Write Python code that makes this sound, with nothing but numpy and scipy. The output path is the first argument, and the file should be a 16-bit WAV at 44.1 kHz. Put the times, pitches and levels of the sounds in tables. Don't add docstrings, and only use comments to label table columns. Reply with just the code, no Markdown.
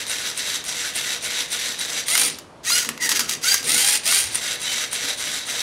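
import sys
import numpy as np
from scipy import signal
from scipy.fft import rfft, irfft
from scipy.io import wavfile
from scipy.ndimage import uniform_filter1d

SR = 44100
rng = np.random.default_rng(int(sys.argv[2]) if len(sys.argv) > 2 else 0)


def generate_wav(sig):
    pcm = np.round(np.clip(np.atleast_2d(sig).T, -1, 1) * 32767).astype(np.int16)
    wavfile.write(sys.argv[1], SR, pcm)


N = 247820
T = np.arange(N) / SR
FREQS = np.maximum(np.fft.rfftfreq(N, 1 / SR), 1)


def undb(db):
    return 10 ** (np.asarray(db) / 20)


def unit(x):
    return x / np.sqrt(np.mean(x ** 2) + 1e-18)


def swell(at_s, half_s):
    return np.exp(-.5 * ((T - at_s) / half_s) ** 2)


def walk(rate_hz):
    return unit(np.interp(T * rate_hz, np.arange(N // 8), rng.standard_normal(N // 8)))


def envelope(start_s, attack_s, held_s, fade_db_per_s):
    attack = np.clip((T - start_s) / attack_s, 0, 1)
    return attack * undb(-fade_db_per_s * np.maximum(T - start_s - held_s, 0))


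def tone(hz, flutter):
    phase = 2 * np.pi * np.cumsum(hz * (1 + flutter * walk(300))) / SR
    return np.sqrt(2) * np.sin(phase)


def colour(x, body, rings=()):
    hz, db = np.transpose(body)
    db = np.interp(np.log(FREQS), np.log(hz), db)
    for centre_hz, width_hz, lift_db in rings:
        db = db + lift_db / (1 + (2 * (FREQS - centre_hz) / width_hz) ** 2)
    cepstrum = irfft(np.log(unit(undb(db))), N)
    cepstrum[1:N // 2] *= 2
    cepstrum[N // 2 + 1:] = 0
    return irfft(rfft(x) * np.exp(rfft(cepstrum)), N)


def rattle(tooth_hz, scatter_db, ring_s, miss, wobble_db):
    teeth = np.flatnonzero(np.diff(np.floor(np.cumsum(tooth_hz) / SR)))
    chance = rng.standard_normal((N // 20, 2))[:len(teeth)]
    late = miss * chance[:, 0] * SR / tooth_hz[teeth]
    at = np.clip(teeth + late, 0, N - 1).astype(int)
    force = undb(scatter_db * np.minimum(chance[:, 1], 2.5))
    power = np.bincount(at, force ** 2, N)
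    ringing = np.sqrt(signal.lfilter([1], [1, -np.exp(-2 / (ring_s * SR))], power))
    return unit(ringing * rng.standard_normal(N) * undb(wobble_db * walk(130)))


def whine(tooth_hz, orders, flutter, flicker_db):
    phase = 2 * np.pi * np.cumsum(tooth_hz * (1 + flutter * walk(350))) / SR
    multiple, db = np.transpose(orders)
    out = 0
    for k in np.arange(1, 19):
        level = undb(np.interp(k, multiple, db) + flicker_db * walk(90))
        out = out + level * np.sin(k * phase + rng.uniform(0, 2 * np.pi))
    return unit(out)


SOFT_HZ = 7740


def soften(x, gain, power):
    body = irfft(rfft(x) / (1 + (FREQS / SOFT_HZ) ** 6), N)
    return gain * (body + np.minimum(2 * gain / gain.max(), 1) ** power * (x - body))


def wander(x, spread_db, rate_hz):
    place = np.clip(2 * np.log2(FREQS / 1000), 0, 8)
    spectrum = rfft(x)
    out = 0
    for band in range(9):
        part = irfft(spectrum * np.maximum(1 - abs(place - band), 0), N)
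        out = out + part * undb(spread_db * walk(rate_hz))
    return unit(out)


# (frequency [Hz], relative level [dB])
ROOM_TONE_SPECTRUM = [(25, -18), (45, -8), (80, 0), (180, 0.5), (400, 0), (1000, -2.5), (2000, -15.5),
                      (4000, -19.5), (8000, -28.5), (10000, -28), (15000, -53)]


def room_tone():
    return undb(-45.5) * unit(colour(rng.standard_normal(N), ROOM_TONE_SPECTRUM))


# (start [s], length [s], kick [relative dB], cruise [relative dB],
# braking [relative dB], sensor arm twitch [relative dB])
TURN_STEPS = [(-0.21, 0.28, -27, -29, -26.5, -29), (0.063, 0.28, -24.5, -27.5, -23.5, -26.5),
              (0.342, 0.28, -26.5, -26, -25, -28.5), (0.638, 0.3, -26, -28, -24, -27),
              (0.928, 0.28, -26, -26, -25, -24.5), (1.202, 0.28, -24.5, -26.5, -25.5, -28.5),
              (1.486, 0.29, -24.5, -27, -27, -25.5), (1.767, 0.29, -24, -26.5, -25.5, -30.5),
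              (4.309, .28, -27, -28, -23.5, -25), (4.587, 0.32, -26.5, -26, -26.5, -30.5),
              (4.898, .27, -24.5, -26.5, -23.5, -27), (5.161, 0.29, -25.5, -26, -27.5, -27),
              (5.447, 0.3, -25, -26.5, -26, -29)]
KICK_S, EASE_S, CRUISE_S = .054, .092, .125
BRAKE_RISE_S, STOP_S = .03, .07
EASE_DB, CREEP_DB = -2.5, -38.5


def stepping():
    gain = np.zeros(N)
    for start, length, kick, cruise, brake, _ in TURN_STEPS:
        brake_at = length - STOP_S
        ages = np.sort([0, KICK_S, EASE_S, CRUISE_S, brake_at - BRAKE_RISE_S, brake_at, length])
        levels = [CREEP_DB, kick, cruise + EASE_DB, cruise, cruise, brake, CREEP_DB]
        db = np.interp(T - start, ages, levels)
        outside_s = np.maximum(np.abs(T - start - length / 2) - length / 2, 0)
        gain = np.maximum(gain, undb(db) * np.exp(-(outside_s / 0.011) ** 2))
    return gain


# (multiple of tooth rate, relative level [dB])
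LIGHT_WHINE = [(1, 4), (2, 1.5), (3, 1.5), (4, 0), (5, -4), (6, -3), (7, -1), (9, -6), (12, -8), (18, -10)]
# (frequency [Hz], relative level [dB])
TURN_BODY = [(40, -44), (200, -25.5), (500, -13), (800, -14), (1150, -10.5), (1550, -4), (2100, -1),
             (2900, -4.5), (3800, -2), (5100, -6), (6100, -3), (7000, -7), (9600, -8.5), (11300, -10.5),
             (15500, -26)]
# (frequency [Hz], width [Hz], lift [dB])
TURN_RINGS = [(484, 26, 11), (611, 28, 10), (1460, 120, 1.5), (1700, 130, 4.5), (3750, 1300, 5.3),
              (4980, 310, 3), (6000, 600, 5), (7640, 580, 6), (9500, 320, 5.5)]


def turntable(drive):
    gain = np.sqrt(np.abs(uniform_filter1d(drive ** 2, size=800)))
    tooth_hz = 350 + 450 * np.sqrt(gain / gain.max())
    gears = rattle(tooth_hz, scatter_db=2.0, ring_s=0.002, miss=0.28, wobble_db=1.0)
    gears = gears + undb(-13.5) * whine(tooth_hz, LIGHT_WHINE, flutter=0.027, flicker_db=5.0)
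    gears = wander(gears, spread_db=1, rate_hz=25)
    gears = unit(gears * undb(.7 * walk(40)))
    return undb(-0.01) * colour(soften(gears, gain, power=0.35), TURN_BODY, TURN_RINGS)


# (frequency [Hz], relative level [dB])
NUDGE_BODY = [(500, -20), (2000, -12), (7500, -14), (8800, -2), (9500, 2.5), (10200, -14), (15500, -26)]
TWITCH_DELAY_S, TWITCH_HALF_S = 0.039, .015


def nudges():
    gain = sum(undb(db) * swell(start + TWITCH_DELAY_S, TWITCH_HALF_S) for start, *_, db in TURN_STEPS)
    sizzle = rattle(np.full(N, 400.), scatter_db=6.0, ring_s=0.0052, miss=0.9, wobble_db=2.5)
    return colour(gain * sizzle, NUDGE_BODY)


# (frequency [Hz], width [Hz], relative level [dB])
FRAME_MODES = [(100, 22, -11), (151.5, 18, -2), (232, 22, 1.5), (281, 59, 4), (394, 23, 3), (490, 64, 0)]
# (time [s], level [relative dB], half length [s])
SHUDDERS = [(2.26, -39.5, 0.061), (2.907, -39.5, .04), (3.217, -40, 0.14), (3.71, -36, 0.053),
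            (5.048, -43, 0.028)]
TURN_SHAKE_DB, SERVO_SHAKE_DB = -25, -33.5


def frame(turn_gain, servo_gain):
    modes = sum(undb(db) ** 2 / (1 + (2 * (FREQS - hz) / width) ** 2) ** 2 for hz, width, db in FRAME_MODES)
    knocks = rattle(np.full(N, 90.), scatter_db=0.5, ring_s=0.021, miss=0.33, wobble_db=1.5)
    drumming = unit(irfft(rfft(knocks) * np.sqrt(modes), N))
    shaking = undb(TURN_SHAKE_DB) * turn_gain + undb(SERVO_SHAKE_DB) * servo_gain
    shudder = sum(undb(db) * swell(at, half) for at, db, half in SHUDDERS)
    return drumming * np.hypot(shaking, shudder)


# (time [s], level [relative dB], treble over middle [dB])
CLACKS = [(0.067, -19, 2), (0.641, -20, 1), (2.153, 3, -9), (2.177, -3.5, 4), (2.195, -15, -3),
          (2.215, -2.5, -2), (2.387, -26, 8.5), (2.703, -4.5, -10), (2.802, -27, 1), (2.831, -14, -1),
          (2.849, -8.5, -6), (2.89, -3, -3), (2.977, -15, -15), (3.092, -5.5, 5.5), (3.117, -1, -5),
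          (3.125, -4, -6), (3.194, -4, 4), (3.207, -5, -4.5), (3.294, -13, 8.5), (3.438, -16.5, 2),
          (3.543, -9.5, 10.5), (3.629, -17.5, 1), (4.125, -8, 3)]
# (frequency [Hz], relative level [dB])
CLACK_BODY = [(40, -40), (200, -36), (700, -9), (1200, 3.5), (2200, 0), (3600, 2), (6000, 2.5), (9500, -1),
              (12000, -0.5), (15500, -15)]
CRACK_S, CLACK_T60_S = 0.00079, 0.051


def clacks():
    out, age = np.zeros(N + SR), T[:SR // 5]
    fade = np.exp(-age / CRACK_S) + .5 * undb(-60 * age / CLACK_T60_S)
    for at, db, treble_db in CLACKS:
        burst = rng.standard_normal(len(age)) * fade
        middle = signal.lfilter(*signal.butter(1, 3000, fs=SR), burst)
        start = int(at * SR)
        out[start:start + len(age)] += undb(db) * (middle + undb(treble_db) * (burst - middle))
    return undb(-8.5) * colour(out[:N], CLACK_BODY)


SLACK_S, COAST_S = .025, .35
UNLOAD_S = 0.015


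def servo(moves, bite):
    gain, tooth_hz, clean = np.zeros(N), np.full(N, moves[0][6], float), np.zeros(N)
    for start, attack, driven, fade_db, db, whine_db, first_hz, final_hz, spin_up in moves:
        drive = envelope(start, attack, driven, fade_db)
        age = np.maximum(T - start, 0)
        coasting = np.maximum(age - driven, 0)
        speed = final_hz + (first_hz - final_hz) * np.exp(-age / spin_up)
        speed = speed * np.maximum(np.exp(-coasting / COAST_S), .5)
        tooth_hz = np.where(T > start - SLACK_S, speed, tooth_hz)
        gain = np.maximum(gain, undb(db) * drive)
        clean = np.maximum(clean, undb(whine_db) * drive ** bite * np.exp(-coasting / UNLOAD_S))
    return gain, tooth_hz, clean


# (start [s], attack [s], drive end after start [s], fade [dB/s], level [relative dB],
# whine over rattle [dB], first tooth rate [Hz], final tooth rate [Hz], spin-up time constant [s])
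ARM_SWINGS = [(2.05, 0.047, 0.2, 191, -18.5, -7, 470, 899, 0.12),
              (3.615, 0.091, 0.34, 378, -17.4, -5.5, 471.5, 895.6, 0.16),
              (4.026, 0.049, 0.16, 127.5, -16.8, -6, 490.3, 881, .095)]
# (frequency [Hz], relative level [dB])
ARM_BODY = [(40, -24), (300, -27.5), (550, -15.5), (820, -18), (1050, -14.5), (2070, -3.5), (2800, -4),
            (4700, 0), (8200, -6), (9400, 2), (10400, -5.5), (13000, -11.5), (15500, -19)]
# (frequency [Hz], width [Hz], lift [dB])
ARM_RINGS = [(830, 100, 6.5), (4950, 1200, -3), (7500, 1240, 0.5), (8900, 1500, -0.5), (9100, 2000, 4.5),
             (10500, 650, -6)]


def sensor_arm(gain, tooth_hz, clean):
    loose = rattle(tooth_hz, scatter_db=4.0, ring_s=0.0033, miss=0.18, wobble_db=0.27)
    meshed = whine(tooth_hz, LIGHT_WHINE, flutter=.012, flicker_db=4)
    gears = (loose + clean * meshed) / np.hypot(1, clean)
    return undb(-1.17) * colour(soften(gears, gain, power=1), ARM_BODY, ARM_RINGS)


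FORK_STROKES = [(2.63, 0.095, .138, 186, -15.5, 6.5, 449.6, 735.2, .045),
                (2.998, 0.04, 0.065, 450, -22, -1.5, 1010, 780, .14),
                (3.085, 0.02, 0.033, 350, -21, -6, 909, 847, 0.0692),
                (3.143, 0.015, .028, 550, -20, -3, 856, 865, 0.036),
                (3.186, 0.016, .016, 276, -20.5, -20, 836.4, 682, .05),
                (3.272, 0.023, .064, 418, -24, -14, 675, 559.7, .08),
                (3.41, 0.079, 0.13, 279, -16.5, 2, 569, 844, .06)]
# (multiple of tooth rate, relative level [dB])
FORK_WHINE = [(1, -7), (2, 5.5), (3, -2.5), (4, 1.5), (5, 1), (6, 4.5), (7, -1.5), (8, -1.5), (10, -2),
              (14, 3.5), (18, 5)]
# (frequency [Hz], relative level [dB])
FORK_BODY = [(40, -48), (300, -22), (700, -12.5), (1000, -20), (1400, -4), (2000, -1), (3000, -2),
             (4800, -2), (6000, -2.5), (7700, -3.5), (10100, -6.5), (15500, -15.5)]
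# (frequency [Hz], width [Hz], lift [dB])
FORK_RINGS = [(1660, 160, 0.44), (3170, 160, 2.3), (4760, 260, 7.9), (5880, 290, 5.1), (6440, 530, 6.1),
              (8100, 640, 3.8), (9840, 550, 5.8)]


def fork(gain, tooth_hz, clean):
    loose = rattle(tooth_hz, scatter_db=3.0, ring_s=0.0021, miss=0.21, wobble_db=0.0)
    meshed = whine(tooth_hz, FORK_WHINE, flutter=0.00837, flicker_db=6.5)
    gears = (loose + clean * meshed) / np.hypot(1, clean)
    return undb(-0.85) * colour(soften(gears, gain, power=0.11), FORK_BODY, FORK_RINGS)


# (start [s], attack [s], hold end after start [s], fade [dB/s], level [relative dB])
HOWL = (2.98, .055, .09, 80, -30)


def howl(tooth_hz):
    start, attack, held, fade_db, db = HOWL
    octave = tone(2 * tooth_hz, flutter=.04) * undb(2.3 * walk(220))
    voice = octave + undb(-15.5) * tone(tooth_hz, flutter=0.0218)
    return undb(db) * envelope(start, attack, held, fade_db) * voice


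# (time [s], frequency [Hz], level [relative dB], half length [s])
RUMBLE = (4.28, 85, -47, .065)


def rumble():
    at, hz, db, half = RUMBLE
    band = signal.butter(2, [hz / 1.25, hz * 1.25], "bandpass", fs=SR, output="sos")
    return undb(db) * swell(at, half) * unit(signal.sosfilt(band, rng.standard_normal(N)))


# (time [s], frequency [Hz], level [relative dB], half length [s])
SQUEAKS_AND_HUMS = [(4.653, 3960, -35, .012), (4.692, 3035, -29.5, .02), (4.742, 3850, -37, .01),
                    (5.05, 497, -42, .025), (5.11, 608, -46, .05)]


def squeaks_and_hums():
    return sum(undb(db) * swell(at, half) * tone(hz, flutter=.01) for at, hz, db, half in SQUEAKS_AND_HUMS)


def room(x, near_db, near_t60_s, far_db, far_t60_s, dull_hz):
    near = unit(rng.standard_normal(N) * undb(-60 * T / near_t60_s) * (T > .001))
    far = rng.standard_normal(N) * undb(-60 * T / far_t60_s) * (T > .008)
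    far = unit(signal.lfilter(*signal.butter(1, dull_hz, fs=SR), far))
    response = (undb(near_db) * near + undb(far_db) * far) / np.sqrt(N)
    return x + signal.fftconvolve(x, response[:SR])[:N]


def scene():
    turn_gain = stepping()
    arm_gain, arm_hz, arm_clean = servo(ARM_SWINGS, bite=.6)
    fork_gain, fork_hz, fork_clean = servo(FORK_STROKES, bite=1.3)
    motors = turntable(turn_gain) + nudges()
    motors = motors + sensor_arm(arm_gain, arm_hz, arm_clean)
    motors = motors + fork(fork_gain, fork_hz, fork_clean) + howl(fork_hz)
    robot = motors + clacks() + frame(turn_gain, arm_gain + fork_gain)
    robot = robot + squeaks_and_hums() + rumble()
    heard = room(robot, near_db=-11, near_t60_s=.04, far_db=-13, far_t60_s=.35, dull_hz=3800)
    return (undb(-.5) * heard + room_tone())[None]


TOP_HZ = 15700


def record(dry):
    rounded = .9 * np.tanh(dry / .9)
    return signal.sosfilt(signal.ellip(10, .2, 80, TOP_HZ, fs=SR, output="sos"), rounded)


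dry = scene()
out = record(dry)
generate_wav(out)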